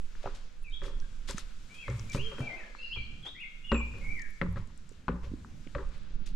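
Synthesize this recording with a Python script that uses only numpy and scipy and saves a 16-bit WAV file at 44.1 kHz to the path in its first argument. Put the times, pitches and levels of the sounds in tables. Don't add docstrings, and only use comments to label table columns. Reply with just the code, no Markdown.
import sys
import numpy as np
from scipy import signal
from scipy.fft import rfft, irfft
from scipy.io import wavfile

SR = 44100
rng = np.random.default_rng(int(sys.argv[2]) if len(sys.argv) > 2 else 0)


def store_wav(level_fs):
    pcm = np.round(np.clip(np.atleast_2d(level_fs), -1, 1) * 32767)
    wavfile.write(sys.argv[1], SR, pcm.T.astype(np.int16))


N = 280194


def from_db(db):
    return 10 ** (np.asarray(db) / 20)


def rms_one(x):
    return x / np.sqrt(np.mean(x ** 2) + 1e-20)


def in_time(rows):
    s, *columns = np.transpose(rows)
    return [np.interp(np.arange(N) / SR, s, column) for column in columns]


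def at_hz(points, hz):
    table = np.array(points)
    return np.interp(np.log(hz), np.log(table[:, 0]), table[:, 1])


def panned(x, pan_db):
    return x * from_db(np.multiply.outer([.5, -.5], pan_db)).reshape(2, -1)


def add(out, s, sound):
    i = max(round(s * SR), 0)
    out[:, i:i + sound.shape[1]] += sound[:, :N - i]


def drift(rate_hz):
    r = np.exp(-2 * np.pi * rate_hz * 40 / SR)
    noise = rng.standard_normal(N // 40 + 2002)
    slow = signal.lfilter([1], [1, -2 * r, r * r], noise)[2000:]
    return np.interp(np.arange(N) / 40, np.arange(len(slow)), rms_one(slow))


def ring(x, hz, t60):
    r = from_db(-60 / (max(t60, .001) * SR))
    w = 2 * np.pi * hz / SR
    return signal.lfilter([0, np.sin(w)], [1, -2 * r * np.cos(w), r * r], x + 1e-18)


def struck(blow, modes):
    sound = sum(from_db(db) * ring(blow, hz, t60) for hz, db, t60 in modes)
    return sound / np.abs(sound).max()


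# (frequency [Hz], likeness [0 to 1])
LIKENESS_BY_HZ = [(60, 0.94), (240, 0.88), (920, 0.23), (3620, 0.48), (14200, 0.033)]
# (frequency [Hz], level difference [dB])
LEFT_LEAD_BY_HZ = [(60, 4.5), (240, -4), (920, 6), (3620, 3.0), (14200, 5)]


def banded_noise(spectrum, patchy_db, flicker):
    hz = np.maximum(np.arange(N // 2 + 1) * SR / N, 1)
    lowest, highest = spectrum[0][0], spectrum[-1][0]
    mid, side = rfft(rng.standard_normal((2, N)))
    alike = np.clip(at_hz(LIKENESS_BY_HZ, hz), 0, 1)
    pair = np.sqrt(1 + alike) * mid + np.sqrt(1 - alike) * side * [[1], [-1]]
    shape = from_db(at_hz(spectrum, hz)) * (hz >= lowest) * (hz <= highest)
    pair = panned(pair * shape, at_hz(LEFT_LEAD_BY_HZ, hz))
    out, together = 0, drift(1.0)
    for centre in np.arange(np.log2(lowest), np.log2(highest) + .5, .5):
        band = np.clip(1 - 2 * np.abs(np.log2(hz) - centre), 0, 1)
        wander = 0.9 * together + drift(flicker)
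        out = out + from_db(patchy_db * wander) * irfft(pair * band, N)
    return rms_one(out)


# (time [s], deep sway level [dB], buffeting level [dB])
WIND_LEVELS = [(0, -37, -63), (.7, -41.5, -64), (.95, -25.5, -56.5), (1.6, -38.5, -61.5), (1.8, -46, -61.5),
               (2.2, -34.5, -53), (2.7, -45.5, -66.5), (3.0, -38.5, -48.5), (3.5, -46.5, -60),
               (4.1, -33.5, -48.5), (4.35, -44, -63.5), (5.3, -41.5, -54), (6.35, -37.5, -54)]
# (frequency [Hz], level per Hz [dB])
SWAY_SPECTRUM = [(2, 15), (5, -2), (12, -2.5), (22, -0.5), (35, -9)]
# (frequency [Hz], level per Hz [dB])
BUFFET_SPECTRUM = [(20, -65), (37, -15), (81, -12), (187, -13), (500, -37), (900, -39)]


def wind():
    sway_db, buffet_db = in_time(WIND_LEVELS)
    sway = from_db(sway_db) * banded_noise(SWAY_SPECTRUM, patchy_db=3.5, flicker=16.0)
    buffeting = from_db(buffet_db) * banded_noise(BUFFET_SPECTRUM, patchy_db=3.0, flicker=46.0)
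    return panned(sway, -10.0) + buffeting


# (time [s], level [dB], extra gain of the treble [dB])
RUSTLE_LEVELS = [(0, -66.5, 19.5), (.28, -54.5, 2), (.58, -65, 11.5), (1.0, -61.5, 9.5), (1.98, -58, 15),
                 (2.62, -56.5, 3.5), (3.0, -62, 6.5), (3.52, -65.5, 12), (4.03, -63.5, 14.5),
                 (5.04, -66.5, 10.5), (5.61, -63, 14.5), (6.35, -63, -10)]
# (frequency [Hz], level per Hz [dB])
RUSTLE_SPECTRUM = [(180, 10), (300, -4), (504, -0.5), (744, -9), (1470, 1), (1910, -4), (2430, -3),
                   (3960, -6), (7100, -14.5), (10800, -34), (12500, -35), (14500, -40)]
TREBLE_HZ = 7960


def rustle():
    level_db, treble_db = in_time(RUSTLE_LEVELS)
    hiss = banded_noise(RUSTLE_SPECTRUM, patchy_db=1.2, flicker=6.0)
    low = signal.sosfiltfilt(signal.butter(2, TREBLE_HZ, fs=SR, output="sos"), hiss)
    treble = hiss - low
    return from_db(level_db) * (low + from_db(treble_db) * treble)


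def snaps(events, cycles, burst_s):
    out, t = np.zeros((2, N)), np.arange(SR // 8) / SR
    for s, peak_db, hz, pan_db in events:
        blow = rng.standard_normal(len(t)) * np.exp(-t / burst_s)
        mode = [(hz, 0, cycles / hz)]
        snap = struck(struck(blow, mode), mode)
        add(out, s, panned(from_db(peak_db) * snap, pan_db))
    return out


# (time [s], peak before panning [dB], centre [Hz], left over right [dB])
CRACK_AND_KNOCK_EVENTS = [(.152, -44, 1580, 4), (.241, -34, 597, 3.5), (.259, -25.5, 790, 2.5),
                          (.273, -30.5, 1180, 0), (1.344, -29.5, 187, -2), (1.381, -29.5, 1730, 5),
                          (2.749, -51, 1360, 36.5), (4.4145, -19.5, 1860, 10), (4.915, -48, 447, -13),
                          (5.0815, -20.5, 1385, 5), (5.087, -28, 1250, 14), (5.315, -34.5, 236, -5),
                          (5.336, -29.5, 270, -7.5), (5.447, -40, 1340, -2), (5.667, -36, 265, 4),
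                          (5.672, -45.5, 2730, -14), (6.105, -47, 264, 0)]


def cracks_and_knocks():
    return snaps(CRACK_AND_KNOCK_EVENTS, cycles=3.84, burst_s=0.0016)


def faint_grit():
    chance = rng.random((40, 3))
    return [(s * N / SR, -63 + 8 * size ** 2, 5200 * 2 ** pitch) for s, size, pitch in chance]


# (time [s], peak before panning [dB], centre [Hz])
LOUD_TICKS = [(1.001, -44.5, 5340), (1.309, -29.5, 7200), (1.382, -29, 6700), (1.8998, -44, 5960),
              (1.995, -36.5, 5926), (2.098, -40.5, 6750), (2.12, -40, 6000), (4.1947, -44, 4730),
              (4.219, -39.5, 6600), (4.526, -57, 10500), (4.7761, -47, 8100), (4.892, -43.5, 7260)]


def grit():
    return snaps([(*tick, 6.0) for tick in LOUD_TICKS + faint_grit()], cycles=4.0, burst_s=0.0017)


# (time [s], rise [s], level at the top before panning [dB], centre [Hz])
SCUFF_EVENTS = [(0.225, 0.0088, -56, 1420), (0.344, 0.0062, -52, 3500), (0.82, 0.042, -50, 2780),
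                (1.272, 0.024, -38.5, 3620), (1.357, 0.029, -44.5, 3650), (1.737, 0.0095, -54.5, 5000),
                (2.109, 0.042, -42.5, 4500), (2.369, 0.038, -55, 6000), (3.245, 0.018, -48, 750),
                (4.56, 0.02, -57, 1500), (5.225, 0.021, -55.5, 1300), (5.898, 0.047, -59.5, 1390),
                (6.259, 0.0044, -49.5, 3700)]
SCUFF_T60_S = 0.17


def scuffs():
    out, t = np.zeros((2, N)), np.arange(SR // 2) / SR
    for s, rise, level_db, hz in SCUFF_EVENTS:
        sizes = np.minimum(rng.exponential(1, len(t) // 50), 3.0)
        grain = from_db(2.7 * np.repeat(sizes, 50))
        near, apart = rng.standard_normal(len(t)), rng.standard_normal((2, len(t)))
        band = signal.butter(1, [hz / 2, min(hz * 2, .45 * SR)], "band", fs=SR, output="sos")
        rub = rms_one(signal.sosfilt(band, (near + .7 * apart) * grain))
        fade = from_db(level_db - 60 * np.maximum(t - rise, 0) / SCUFF_T60_S)
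        swell = np.clip(t / rise, 0, 1) ** 0.89 * fade
        add(out, s, panned(rub * swell, 4.7))
    return out


def thud(clusters, t, crack, octaves):
    rattles = (rng.random(len(t)) < 90 / SR) * rng.uniform(1, 4, len(t))
    rattles[0] = 4.1
    knocks = 0.85 + signal.lfilter([1], [1, -np.exp(-1 / (0.0049 * SR))], rattles)
    sound = 0
    for hz, db, t60 in clusters:
        noise = rng.standard_normal(len(t)) + 0.15 * rng.standard_normal((2, len(t)))
        noise = noise * knocks * from_db(-60 * t * np.sqrt(crack / 3.77) / t60)
        noise[:, 0] = crack * np.sqrt(SR / hz)
        edges = [hz / 2 ** octaves, hz * 2 ** octaves]
        band = signal.butter(2, edges, "band", fs=SR, output="sos")
        sound = sound + from_db(db) * signal.sosfilt(band, noise) / np.sqrt(hz)
    return sound / np.abs(sound).max()


# (time [s], knock level [dB], weight on the frame [dB], plank pitch [Hz], plank level [dB],
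# plank ring time t60 before each mode's share [s], sharpness of the landing [no unit])
FOOTFALL_EVENTS = [(0.2571, -36, -56, 108, -37, 0.085, 7.1), (0.817, -39, -45, 128, -42, 0.12, 1.4),
                   (1.287, -36.5, -42, 209, -46, 0.067, 5.6), (1.88, -32, -34.5, 104.1, -33.5, 0.91, 8.4),
                   (1.8993, -44.5, -45, 121, -28.5, 0.56, 0.82),
                   (2.1474, -29.5, -33.5, 136, -20.5, 0.076, 12), (2.3152, -41, -62, 145, -50, 0.24, 3.5),
                   (2.382, -35, -65, 246.7, -39, 0.32, 7.1), (2.4048, -39, -63, 130, -26, .18, 37),
                   (2.9601, -44.5, -37, 109.3, -41, 0.32, 10),
                   (3.718, -20.5, -21.5, 230.7, -20.5, 0.29, 9.2), (3.934, -48, -58, 96.9, -41.5, 1, 0.8),
                   (4.4143, -29, -32.5, 175.4, -25.5, 0.44, 6.3), (4.463, -49, -39, 91.6, -30, 0.52, 1.6),
                   (4.559, -39, -34, 105, -31.5, 0.081, 4.5), (5.0824, -28, -29.5, 179.4, -23.5, 0.16, 5.9),
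                   (5.231, -47.5, -33, 98.3, -36, 0.49, 4.6), (5.7495, -29.5, -32.5, 99.7, -32, 0.11, 5.1)]
# (frequency [Hz], level [dB], ring time t60 [s])
FRAME_MODES = [(33.9, 0.5, 1), (44, 0, 0.6), (58.8, 14.5, 0.77)]
# (centre [Hz], relative level [dB], fade time t60 for a landing of sharpness 3.77 [s])
BOARD_CLUSTERS = [(292.6, -3, 0.3), (383.8, -1, 0.32), (475, -0.5, 0.29), (552, 1, 0.27)]
HEEL_CLUSTERS = [(1005, 2, 0.46), (1213, 5.5, 0.29), (1653, 4.5, 0.23), (2370, -0.5, 0.17),
                 (3640, -10.5, 0.24)]
# (multiple of its pitch, level [dB], share of its ring time)
PLANK_MODES = [(1, 4, 0.88), (.62, -12, 1), (1.3, -5.5, 0.44)]
BOARD_UNDER_HEEL_DB = -1


def footfalls():
    out, t = np.zeros((2, N)), np.arange(SR * 3 // 4) / SR
    for s, knock_db, frame_db, plank_hz, plank_db, plank_t60, sharp in FOOTFALL_EVENTS:
        heel = thud(HEEL_CLUSTERS, t, sharp, octaves=.22)
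        board = from_db(BOARD_UNDER_HEEL_DB) * thud(BOARD_CLUSTERS, t, sharp, octaves=.07)
        bright = from_db(knock_db) * (heel + board)
        roll = 0.086 * rng.standard_normal(len(t)) * np.exp(-t / 0.033)
        roll[0] = 1.75
        modes = [(plank_hz * k, db, plank_t60 * share) for k, db, share in PLANK_MODES]
        plank = from_db(plank_db) * struck(roll, modes)
        push = np.sin(np.pi * np.clip(t / 0.0042, 0, 1)) ** 2
        frame = from_db(frame_db) * struck(push, FRAME_MODES)
        add(out, s, panned(bright, 4.7) + plank + frame)
    return out


TREES_T60_S = 1


def trees(x):
    t = np.arange(SR) / SR
    decay = from_db(-60 * t / TREES_T60_S) + from_db(7 - 60 * t / 0.16)
    tail = rng.standard_normal((2, SR)) * decay * np.clip(t / 0.007, 0, 1)
    dull = signal.sosfilt(signal.butter(2, 5500, fs=SR, output="sos"), tail)
    tail = dull + (tail - dull) * from_db(-120 * t)
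    tail = tail / np.sqrt(np.sum(tail ** 2, axis=1, keepdims=True))
    return signal.fftconvolve(x[None], tail, axes=1)[:, :N]


def whistle(notes, flutter_db, waver):
    out, t = np.zeros(N), np.arange(N) / SR
    unsteady = 1 + waver * drift(123.1)
    for rows in notes:
        hz, level_db = in_time(rows)
        start, end = rows[0][0], rows[-1][0]
        ends = np.clip(np.minimum(t - start, end - t) / 0.0056 + 1, 0, 1)
        tone = np.sin(2 * np.pi * np.cumsum(hz * unsteady) / SR)
        out += np.sqrt(2) * ends * from_db(level_db) * tone
    return out * from_db(flutter_db * drift(45))


def held(s, length, hz, level_db):
    return [(s, hz, level_db), (s + length, hz, level_db)]


SWELL_DB_PER_S, FADE_DB_PER_S = 74.5, 132.5


def sung(loudest, level_db, path):
    rows = sorted(path + [(loudest, np.interp(loudest, *np.transpose(path)))])
    drops_db = [max(SWELL_DB_PER_S * (loudest - s), FADE_DB_PER_S * (s - loudest)) for s, hz in rows]
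    return [(s, hz, level_db - drop) for (s, hz), drop in zip(rows, drops_db)]


# (loudest moment [s], level there [dB], pitch path of (time [s], pitch [Hz]))
SONG_NOTES = [(0.671, -56, [(.645, 2653), (.67, 2380), (.69, 2330)]), (.74, -50.5, [(.725, 3055),
              (.745, 3414), (.78, 3264)]), (1.86, -51.5, [(1.70, 2265), (1.765, 2536), (1.805, 2637),
              (1.87, 2060), (1.89, 2214)]), (2.104, -52, [(2.095, 2370), (2.13, 2300)]),
              (2.25, -45, [(2.17, 2390), (2.225, 3166), (2.245, 3235), (2.28, 3163)]),
              (2.5, -48.5, [(2.415, 2364), (2.465, 2384), (2.50, 2125), (2.55, 2097)]),
              (2.599, -51.5, [(2.555, 2180), (2.58, 2620), (2.597, 1866), (2.645, 1674)]),
              (2.933, -44.5, [(2.79, 2656), (2.85, 2804), (2.917, 2688), (2.933, 3087), (2.95, 3363),
              (2.964, 2404), (3.03, 2290)]), (3.27, -50, [(3.23, 3430), (3.25, 3153), (3.265, 3290),
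              (3.273, 3560), (3.29, 3800)]), (3.436, -48.5, [(3.352, 1930), (3.385, 2340), (3.418, 2885),
              (3.435, 2176), (3.445, 2106), (3.46, 2250)]), (3.771, -44, [(3.64, 2810), (3.67, 2967),
              (3.715, 2816), (3.755, 2475), (3.82, 2354), (3.93, 2540)]), (4.133, -45, [(4.015, 2162),
              (4.06, 2200), (4.115, 2338), (4.155, 2225), (4.20, 1830), (4.27, 1617)])]
# (time [s], length [s],
# pitch [Hz], level [dB])
THIN_NOTES = [(0.712, 0.051, 3680, -62), (1.024, 0.0074, 1586, -61.5), (1.744, 0.1, 3250, -62),
              (2.319, 0.013, 1427, -62), (2.374, 0.045, 1534, -58), (2.411, 0.035, 2660, -57),
              (2.817, .13, 4920, -66.5), (3.648, 0.032, 3400, -59.5), (3.731, 0.065, 7445, -55)]
# (time [s], length [s], centre [Hz], level [dB])
DISTANT_CHORUS = (2.76, .3, 4200, -65.5)
BIRD_PAN_DB, TREES_DB = 3, 1.5


def birds():
    song = whistle([sung(*note) for note in SONG_NOTES], flutter_db=3.2, waver=.013)
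    song = song + whistle([held(*note) for note in THIN_NOTES], flutter_db=2.0, waver=.006)
    song = song + whistle([held(*DISTANT_CHORUS)], flutter_db=3.0, waver=.05)
    return panned(song + from_db(TREES_DB) * trees(song), BIRD_PAN_DB)


# (time [s], pitch [Hz], level [dB])
CREAK_GLIDE = [(2.2, 377, -58), (2.268, 456, -49.5), (2.32, 429, -52)]


def creak():
    return whistle([CREAK_GLIDE], flutter_db=1.0, waver=.004)


# (time [s], level [dB])
GROAN_LEVELS = [(2.36, -83), (2.42, -53), (2.53, -53), (2.72, -68.5)]
GROAN_HZ = 660


def groan():
    level_db = np.interp(np.arange(N) / SR, *np.transpose(GROAN_LEVELS), left=-200, right=-200)
    return from_db(level_db) * rms_one(ring(rng.standard_normal(N), GROAN_HZ, .009))


SHADOW_HZ = 7340


def walker():
    strain = panned(creak() + groan(), 12.3)
    feet = cracks_and_knocks() + scuffs() + footfalls() + strain
    high_pass = signal.butter(2, 240, "high", fs=SR, output="sos")
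    echoing = signal.sosfilt(high_pass, feet.mean(axis=0))
    feet = feet + from_db(-14.0) * trees(echoing)
    return signal.sosfilt(signal.butter(2, SHADOW_HZ, fs=SR, output="sos"), feet)


def scene():
    return wind() + rustle() + walker() + grit() + birds()


CUTOFF_HZ = 14800


def record(dry):
    return signal.sosfilt(signal.cheby2(12, 60, CUTOFF_HZ, fs=SR, output="sos"), dry)


dry = scene()
out = record(dry)
store_wav(out)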